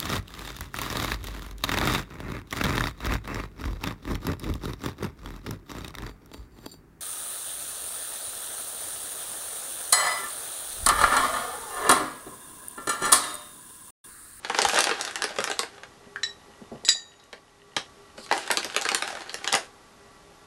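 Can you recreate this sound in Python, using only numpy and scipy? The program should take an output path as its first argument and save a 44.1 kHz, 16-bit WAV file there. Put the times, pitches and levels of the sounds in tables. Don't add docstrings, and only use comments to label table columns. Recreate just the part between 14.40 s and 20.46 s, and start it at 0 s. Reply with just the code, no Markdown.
import sys
import numpy as np
from scipy import signal
from scipy.fft import rfft, irfft
from scipy.io import wavfile

SR = 44100
rng = np.random.default_rng(int(sys.argv[2]) if len(sys.argv) > 2 else 0)


def amplitude_ratio(level_db):
    exponent = np.asarray(level_db, float) / 20
    return 10 ** exponent


def materialize(psi):
    bounded = np.clip(np.atleast_2d(psi).T, -1, 1)
    quanta = np.round(bounded * 32767).astype(np.int16)
    wavfile.write(sys.argv[1], SR, quanta)


N = 267246

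# low_hz, high_hz
FILM_BANDS = [(330, 1980), (1200, 4540), (4000, 9760)]


def rms_one(x):
    return x / np.sqrt(np.mean(x ** 2) + 1e-20)


def at_hz(points, hz):
    points_hz, values = np.transpose(points)
    return np.interp(np.log(hz), np.log(points_hz), values)


def curve_db(points):
    return np.interp(np.arange(N) / SR, *np.transpose(points), left=-120, right=-120)


def band(x, low_hz, high_hz):
    return signal.sosfilt(signal.butter(2, [low_hz, high_hz], "band", fs=SR, output="sos"), x + 1e-18)


def resonate(x, hz, width_hz):
    r = np.exp(-np.pi * width_hz / SR)
    w = 2 * np.pi * hz / SR
    return signal.lfilter([(1 - r * r) / 2, 0, (r * r - 1) / 2], [1, -2 * r * np.cos(w), r * r], x)


def ring(clicks, hz, t60):
    r = amplitude_ratio(-60 / (t60 * SR))
    w = 2 * np.pi * hz / SR
    return signal.lfilter([0, np.sin(w)], [1, -2 * r * np.cos(w), r * r], clicks + 1e-18)


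def drift(rate_hz):
    steps = rng.standard_normal(600)
    return np.interp(np.arange(N) / SR * rate_hz, np.arange(600), steps)


def on_table(x, mix_db):
    # pitch_hz, width_hz, level_db
    modes = [(330, 40, -6), (630, 50, -1), (790, 40, 0), (880, 60, -1), (1550, 200, -6)]
    out = x
    for k, (hz, width_hz, db) in enumerate(modes):
        out = out + (-1) ** k * amplitude_ratio(db + mix_db) * resonate(x, hz, width_hz)
    return out


def snaps():
    # start_s, peak_db, crispness_db,
    # weight_on_table_db, ring_hz
    snaps_and_knocks = [(0.047, -12.5, -23.5, -17, 1730), (0.097, -13, -15.5, -10, 794),
                        (0.145, -12.5, -26, -6.5, 1750), (0.187, -3.5, -19.5, -11.5, 900),
                        (0.217, -7, -9.5, -21, 4150), (0.224, -13.5, -19, -9, 570), (0.249, -3.5, -18, -14, 846),
                        (0.286, -9.5, -14.5, -19, 1470), (0.295, -9, -20.5, -25, 2400), (0.333, -12, -23, -17, 604),
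                        (0.343, -10, -16, -20, 910), (0.36, -11.5, -12, -19, 630), (0.379, -19, -29, -0.5, 630),
                        (0.388, -6.5, -8, -14, 850), (0.405, -2, -15.5, -35, 3720), (0.44, -2, -13.5, -27, 3890),
                        (0.469, -12, -14, -9.5, 693), (0.492, -9.5, -21, -17, 1440),
                        (0.511, -13.5, -25, -6.5, 1420), (0.569, -41, -7, -18, 1310),
                        (0.595, -19.5, -25, -18, 794), (0.61, -15, -11, -26, 1530),
                (0.649, -10.5, -16.5, -29, 4400), (0.676, -17, -19, -17.5, 1450),
                (0.709, -17.5, -14.5, -23, 1720), (0.756, -13, -10.5, -17, 1770),
                (0.82, -8, -14, -21, 1610), (0.84, -10, -13, -13, 2370), (0.891, -24, -23, -11, 890),
                (0.906, -22.5, -23, -19, 630), (0.961, -27, -18, -5, 550), (0.985, -12.5, -18.5, -10, 526),
                (1.003, -12.5, -17.5, -28, 1350), (1.04, -16, -5.5, -9.5, 1420),
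                (1.074, -16.5, -26, -11, 1360), (1.099, -16.5, -12, -7.5, 750),
                (1.113, -11.5, -17, -17.5, 1480), (1.191, -9, -9.5, -14, 3800),
                (1.231, -19.5, -14, -7, 860), (1.379, -38.5, -39, -7.5, 1360),
                (1.433, -20.5, -33, -18, 1590),
                        (1.759, -10, -43, -62, 1610),
        (2.4809, -13, -26, -20, 3000),
        (2.798, -34, -30.5, -33, 4000),
        (2.838, -51, -6, -31, 7000),
        (2.928, -20.5, -28, -17.5, 2960),
        (3.364, -7.5, -16, -14.5, 4000),
        (3.366, -11, -17, -13, 1036),
                        (3.778, -28, -31, -7.5, 1120), (3.862, -29, -10, -12, 5300),
                   (3.912, -6.5, -41, -12.5, 830), (3.924, -7, -22.5, -11.5, 850),
                   (3.977, -16, -14.5, -16, 860), (4.034, -41, -15, -25, 5000),
                   (4.062, -35, -11, -22, 5000), (4.075, -23.5, -11, -12, 880), (4.102, -9, -22, -10, 1025),
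                   (4.112, -7.5, -11, -15, 1750), (4.171, -7, -11, -15.5, 2530),
                   (4.229, -13.5, -26, -26, 2280), (4.245, -23, -2, -4, 523), (4.299, -16, -32, -21, 2320),
                   (4.3451, -13.5, -26, -20, 3400), (4.363, -1, -20, -21, 2630),
                   (4.412, -15.5, -11, -25, 5600), (4.42, -19, -8, -16, 850),
                   (4.451, -13.5, -14, -12.5, 1650), (4.461, -18, -31, -12, 1200),
                   (4.488, -2, -22.5, -26, 2450), (4.516, -11, -19, -13.5, 840),
                   (4.546, -2.5, -15, -25, 6830), (4.585, -26, -20, -19, 890),
                        (4.622, -8.5, -17, -15.5, 4000), (4.676, -17.5, -16.5, -16, 880),
                  (4.703, -19, -36, -23, 746), (4.727, -20.5, -33, -19, 680), (4.751, -25, -13, -7, 650),
                  (4.77, -22, -21, -15, 1500), (4.806, -23.5, -19, -16, 1390), (4.818, -28, -13.5, -8, 795),
                  (4.894, -11, -31, -29, 4170), (4.942, -14, -13.5, -18, 2540),
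                  (5.043, -12.5, -19.5, -18.5, 2280), (5.075, -2.5, -24, -27.5, 3370),
                  (5.122, -6, -35, -34, 3780), (5.126, -12, -7.5, -15.5, 930),
                  (5.135, -9.5, -19, -15, 1260), (5.14, -5, -21.5, -15, 1800),
                  (5.15, -11.5, -9.5, -16, 780), (5.158, -15.5, -16, -10.5, 1840)]
    rows = np.array(snaps_and_knocks)

    # level under the peak, then dB gained per dB of crispness and of weight, fall time (s)
    level_db, per_crisp, per_weight = (-10, -5, -6), (-.1, 0.1, 1.26), (0.99, 0.26, -0.13)
    fall_s = (.004, .0015, .0008)
    usual_db = -16
    facet_db, facet_cycles, facet_rise_s = -4, 2.08, .00035
    places, length = 4, 1024

    t = np.arange(length) / SR
    out = np.zeros((places, N + length))
    shapes = rng.standard_normal((len(rows), len(FILM_BANDS), length))
    shapes = shapes * rng.exponential(1, (len(rows), 1, length))
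    for k, (start_s, peak_db, crisp_db, weight_db, ring_hz) in enumerate(rows):
        burst = 0
        for b, (low_hz, high_hz) in enumerate(FILM_BANDS):
            part = band(shapes[k, b] * t * np.exp(-2 * t / fall_s[b]), low_hz, high_hz)
            crisp = per_crisp[b] * (crisp_db - usual_db)
            weight = per_weight[b] * (weight_db - usual_db)
            burst = burst + amplitude_ratio(level_db[b] + crisp + weight) * part / np.abs(part).max()
        facet = np.sin(2 * np.pi * ring_hz * t) * np.exp(-t * ring_hz / facet_cycles)
        facet = facet * (1 - np.exp(-t / facet_rise_s))
        at = int((start_s + .0008) * SR)
        out[k % places, at:at + length] += amplitude_ratio(peak_db) * (burst + amplitude_ratio(facet_db) * facet)
    return on_table(out[:, :N], mix_db=-10)


def crinkle():
    # time_s, level_db
    efforts = [
        [(0.03, -45.5), (0.14, -37), (0.31, -29), (0.366, -26), (0.528, -38), (0.718, -43), (1.046, -41),
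         (1.236, -49), (1.45, -60)],
        [(3.89, -46.5), (3.95, -36), (4.082, -41.5), (4.362, -41), (4.574, -39.5), (4.838, -46), (5.084, -42.5),
         (5.208, -45), (5.27, -51.5)],
    ]
    mean_db = -38
    # cracks per s, level in dB, dB per dB of effort
    per_s, level_db, follows = (500, 900, 1500), (-6.5, -6, -11), (1, 1.11, 1.03)

    out = np.zeros(N)
    effort_db = np.maximum(*[curve_db(c) for c in efforts]) - mean_db
    for b, (low_hz, high_hz) in enumerate(FILM_BANDS):
        sizes = amplitude_ratio(3.6 * np.minimum(rng.exponential(1, N), 5)) * rng.choice([-1, 1], N)
        chance = per_s[b] * amplitude_ratio(7 * drift(30)) / SR
        cracks = band(sizes * (rng.random(N) < chance), low_hz, high_hz)
        out += amplitude_ratio(mean_db + level_db[b] + follows[b] * effort_db) * rms_one(cracks)
    return on_table(out, mix_db=8.5)


def slide():
    # time_s, level_db
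    drag = [
        (3.765, -62),
        (3.78, -40),
        (3.82, -44),
        (3.84, -34.5),
        (3.9, -67),
    ]
    friction = rng.standard_normal(N) * amplitude_ratio(4.8 * drift(60))
    hiss = rms_one(resonate(friction, 4500, 800) + amplitude_ratio(-7.5) * resonate(friction, 7500, 1200))
    return hiss * amplitude_ratio(curve_db(drag) - 5.5)


def glass(hits, modes, level_db, split_hz, crack_db, clang_db):
    start_s, peak_db = np.transpose(hits)
    first = int(start_s[0] * SR)
    at = (start_s * SR).astype(int) - first
    sound, clicks = np.zeros(SR), np.zeros(SR)
    # detune in splits, share in dB, factor on t60
    cluster = ((-1.2, -8.5, 1.4), (1.1, 10.5, 0.6), (-3.0, 2, 0.32), (5.5, 8.0, 0.19))
    for hz, db, t60 in modes:
        flutter = amplitude_ratio(4.5 * drift(90)[:SR])
        for detune, share_db, damping in cluster:
            strike_db = peak_db + db + share_db + level_db + rng.normal(0, 1, len(at))
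            clicks[at] = amplitude_ratio(strike_db) * rng.choice([-1, 1])
            shift_hz = detune * split_hz * np.sqrt(hz / 3000) * rng.uniform(0.59, 0.95)
            sound += flutter * ring(clicks, hz + shift_hz, t60 * damping)

    clicks[at] = amplitude_ratio(1.7 * peak_db)
    sound += amplitude_ratio(crack_db) * ring(band(clicks, 2100, 5200), 3937, 0.022)

    white = rng.standard_normal(SR)
    for db, t60 in ((clang_db, .11), (clang_db + 18.0, .012)):
        fall = signal.lfilter([1], [1, -amplitude_ratio(-60 / (t60 * SR))], clicks)
        sound += amplitude_ratio(db) * band(white * fall, 1700, 6400)
    return np.pad(band(sound, 1100, 21000), (first, N - SR - first))


def jar():
    # start_s, peak_db
    rim_hits = [
        (1.8322, -19.5),
        (1.8345, -16.5),
    ]
    wall_hits = [
        (2.4495, -20),
        (2.4878, -7),
        (2.497, -25),
        (2.5097, -24),
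    ]
    # pitch_hz, level_db, t60_s
    rim_modes = [(1860, -8, 0.25), (3140, -31, 0.27), (3890, -12.5, 0.33), (4226, -23, 0.16),
                 (4850, -30, 0.29), (5440, -8.5, 0.24), (5880, -22, 0.26), (5970, -22, 0.29),
                 (6930, -18, 0.16), (7330, -31, 0.21), (7800, -21.5, 0.17), (9660, -33, 0.17)]
    wall_modes = [(1866, -10, 0.39), (2832, -26, 0.11), (3440, -19, 0.18), (3720, -1, 0.1),
                  (3860, -5, 0.52), (4770, -1, 0.26), (5540, -12, 0.17), (6100, -13, 0.34),
                  (6920, -3.5, 0.39), (7200, -10, 0.206), (7680, 1, 0.2), (8630, -24, 0.1),
                  (9900, -17, .17), (10100, -19, 0.24)]
    rim = glass(rim_hits, rim_modes, level_db=-13.5, split_hz=18.7, crack_db=12.5, clang_db=-17)
    wall = glass(wall_hits, wall_modes, level_db=-21.5, split_hz=45.5, crack_db=8.5, clang_db=-14.0)
    return rim + wall


def bumps():
    # start_s, peak_db, pitch_hz
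    jar_bumps = [
        (1.662, -38, 189),
        (2.079, -44, 202),
        (2.213, -35, 199),
        (2.315, -26, 194),
        (2.347, -34, 172),
        (2.434, -36.5, 405),
        (2.547, -38.5, 630),
    ]
    # start_s, peak_db, pitch_hz
    thumps = [
        (.26, -35, 70),
        (0.991, -31, 163),
        (3.365, -35, 181),
        (3.779, -33.5, 333),
        (4.248, -28, 333),
        (5.134, -30.5, 167),
    ]
    length = 4096
    out, t = np.zeros(N), np.arange(length) / SR
    for start_s, db, hz in jar_bumps + thumps:
        push = rng.standard_normal(length) * np.sqrt(t) * np.exp(-t / 0.00794)
        noise = resonate(push, hz, hz / 2) + amplitude_ratio(-14.5) * band(push, 273, 680)
        at = int(start_s * SR)
        out[at:at + length] += amplitude_ratio(db) * noise / np.abs(noise).max()
    return signal.sosfilt(signal.butter(4, 1000, fs=SR, output="sos"), out)


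def drive_ticks():
    pairs, from_s, every_s, pair_s = 19, 1.519, .12, .02
    tick_s = from_s + every_s * np.arange(pairs)[:, None] + [0, pair_s]
    ticks = np.zeros(N)
    at = ((tick_s + rng.normal(0, .002, tick_s.shape)) * SR).astype(int)
    ticks[at] = amplitude_ratio(-48.5 + rng.normal(0, 2.5, tick_s.shape))
    return ring(ticks, 2900, .011) + amplitude_ratio(-6) * ring(ticks, 1910, 0.038)


def room(x):
    # pitch_hz, t60_s
    decay = [(200, 0.23), (600, 0.18), (1500, 0.15), (4000, 0.2), (10000, 0.19)]
    t = np.arange(int(SR / 2)) / SR
    edges_hz = 180 * 2 ** np.arange(7)
    tail = 0
    for low_hz, high_hz in zip(edges_hz, edges_hz[1:]):
        t60 = at_hz(decay, np.sqrt(low_hz * high_hz))
        tail = tail + band(rng.standard_normal(len(t)), low_hz, high_hz) * amplitude_ratio(-60 * t / t60)
    tail = tail * np.clip((t - .002) / 0.00051, 0, 1)
    tail = tail + amplitude_ratio(-5.5) * signal.sosfilt(signal.butter(1, 3000, fs=SR, output="sos"), tail)
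    return signal.fftconvolve(x, tail / np.sqrt(np.sum(tail ** 2)))[:N]


def background():
    # pitch_hz, level_db (per Hz)
    floor = [(12, -39), (20, -7), (200, -7.5), (1000, -11), (2110, -18.5), (6000, -22.5), (12000, -29),
             (22000, -46.5)]
    # pitch_hz, width_hz, level_db
    tones = [(404.6, 6.5, -2.5), (824, 30, -9.5), (1144, 36, -4.5), (1364, 68, -11), (1949, 45, -9.5),
             (3630, 50, -18.5)]
    hz = np.fft.rfftfreq(N, 1 / SR) + 1
    air = rms_one(irfft(rfft(rng.standard_normal(N)) * amplitude_ratio(at_hz(floor, hz)), N))
    white = rng.standard_normal(N)
    hum = 0
    for tone_hz, width_hz, db in tones:
        hum = hum + amplitude_ratio(db) * rms_one(resonate(resonate(white, tone_hz, width_hz), tone_hz, width_hz))

    duck_s = 2.49 + np.cumsum([0, 0.077, 0.67, 0.21])
    duck_db = -4 * np.interp(np.arange(N) / SR, duck_s, [0, 1, 1, 0])
    return amplitude_ratio(-53.5 + duck_db) * (air + amplitude_ratio(-4.5) * hum)


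def scene():
    clinks = jar()
    bag = sum(x + amplitude_ratio(-6.5) * room(x) for x in [*snaps(), crinkle() + slide()])
    bag = signal.sosfilt(signal.butter(2, 150, "high", fs=SR, output="sos"), bag)
    hands = bumps() + drive_ticks()
    near = bag + hands + clinks
    tails = amplitude_ratio(-12) * room(hands) + amplitude_ratio(-9) * room(clinks)
    return (near + tails + background())[None]


def band_limit(x):
    return signal.sosfilt(signal.butter(12, 12870, fs=SR, output="sos"), x)


def record(dry):
    clipped = np.clip(dry, -1, 1)
    mix = signal.sosfilt(signal.ellip(8, .5, 42, 11850, fs=SR, output="sos"), clipped)
    return band_limit(mix)


dry = scene()
out = record(dry)
materialize(out)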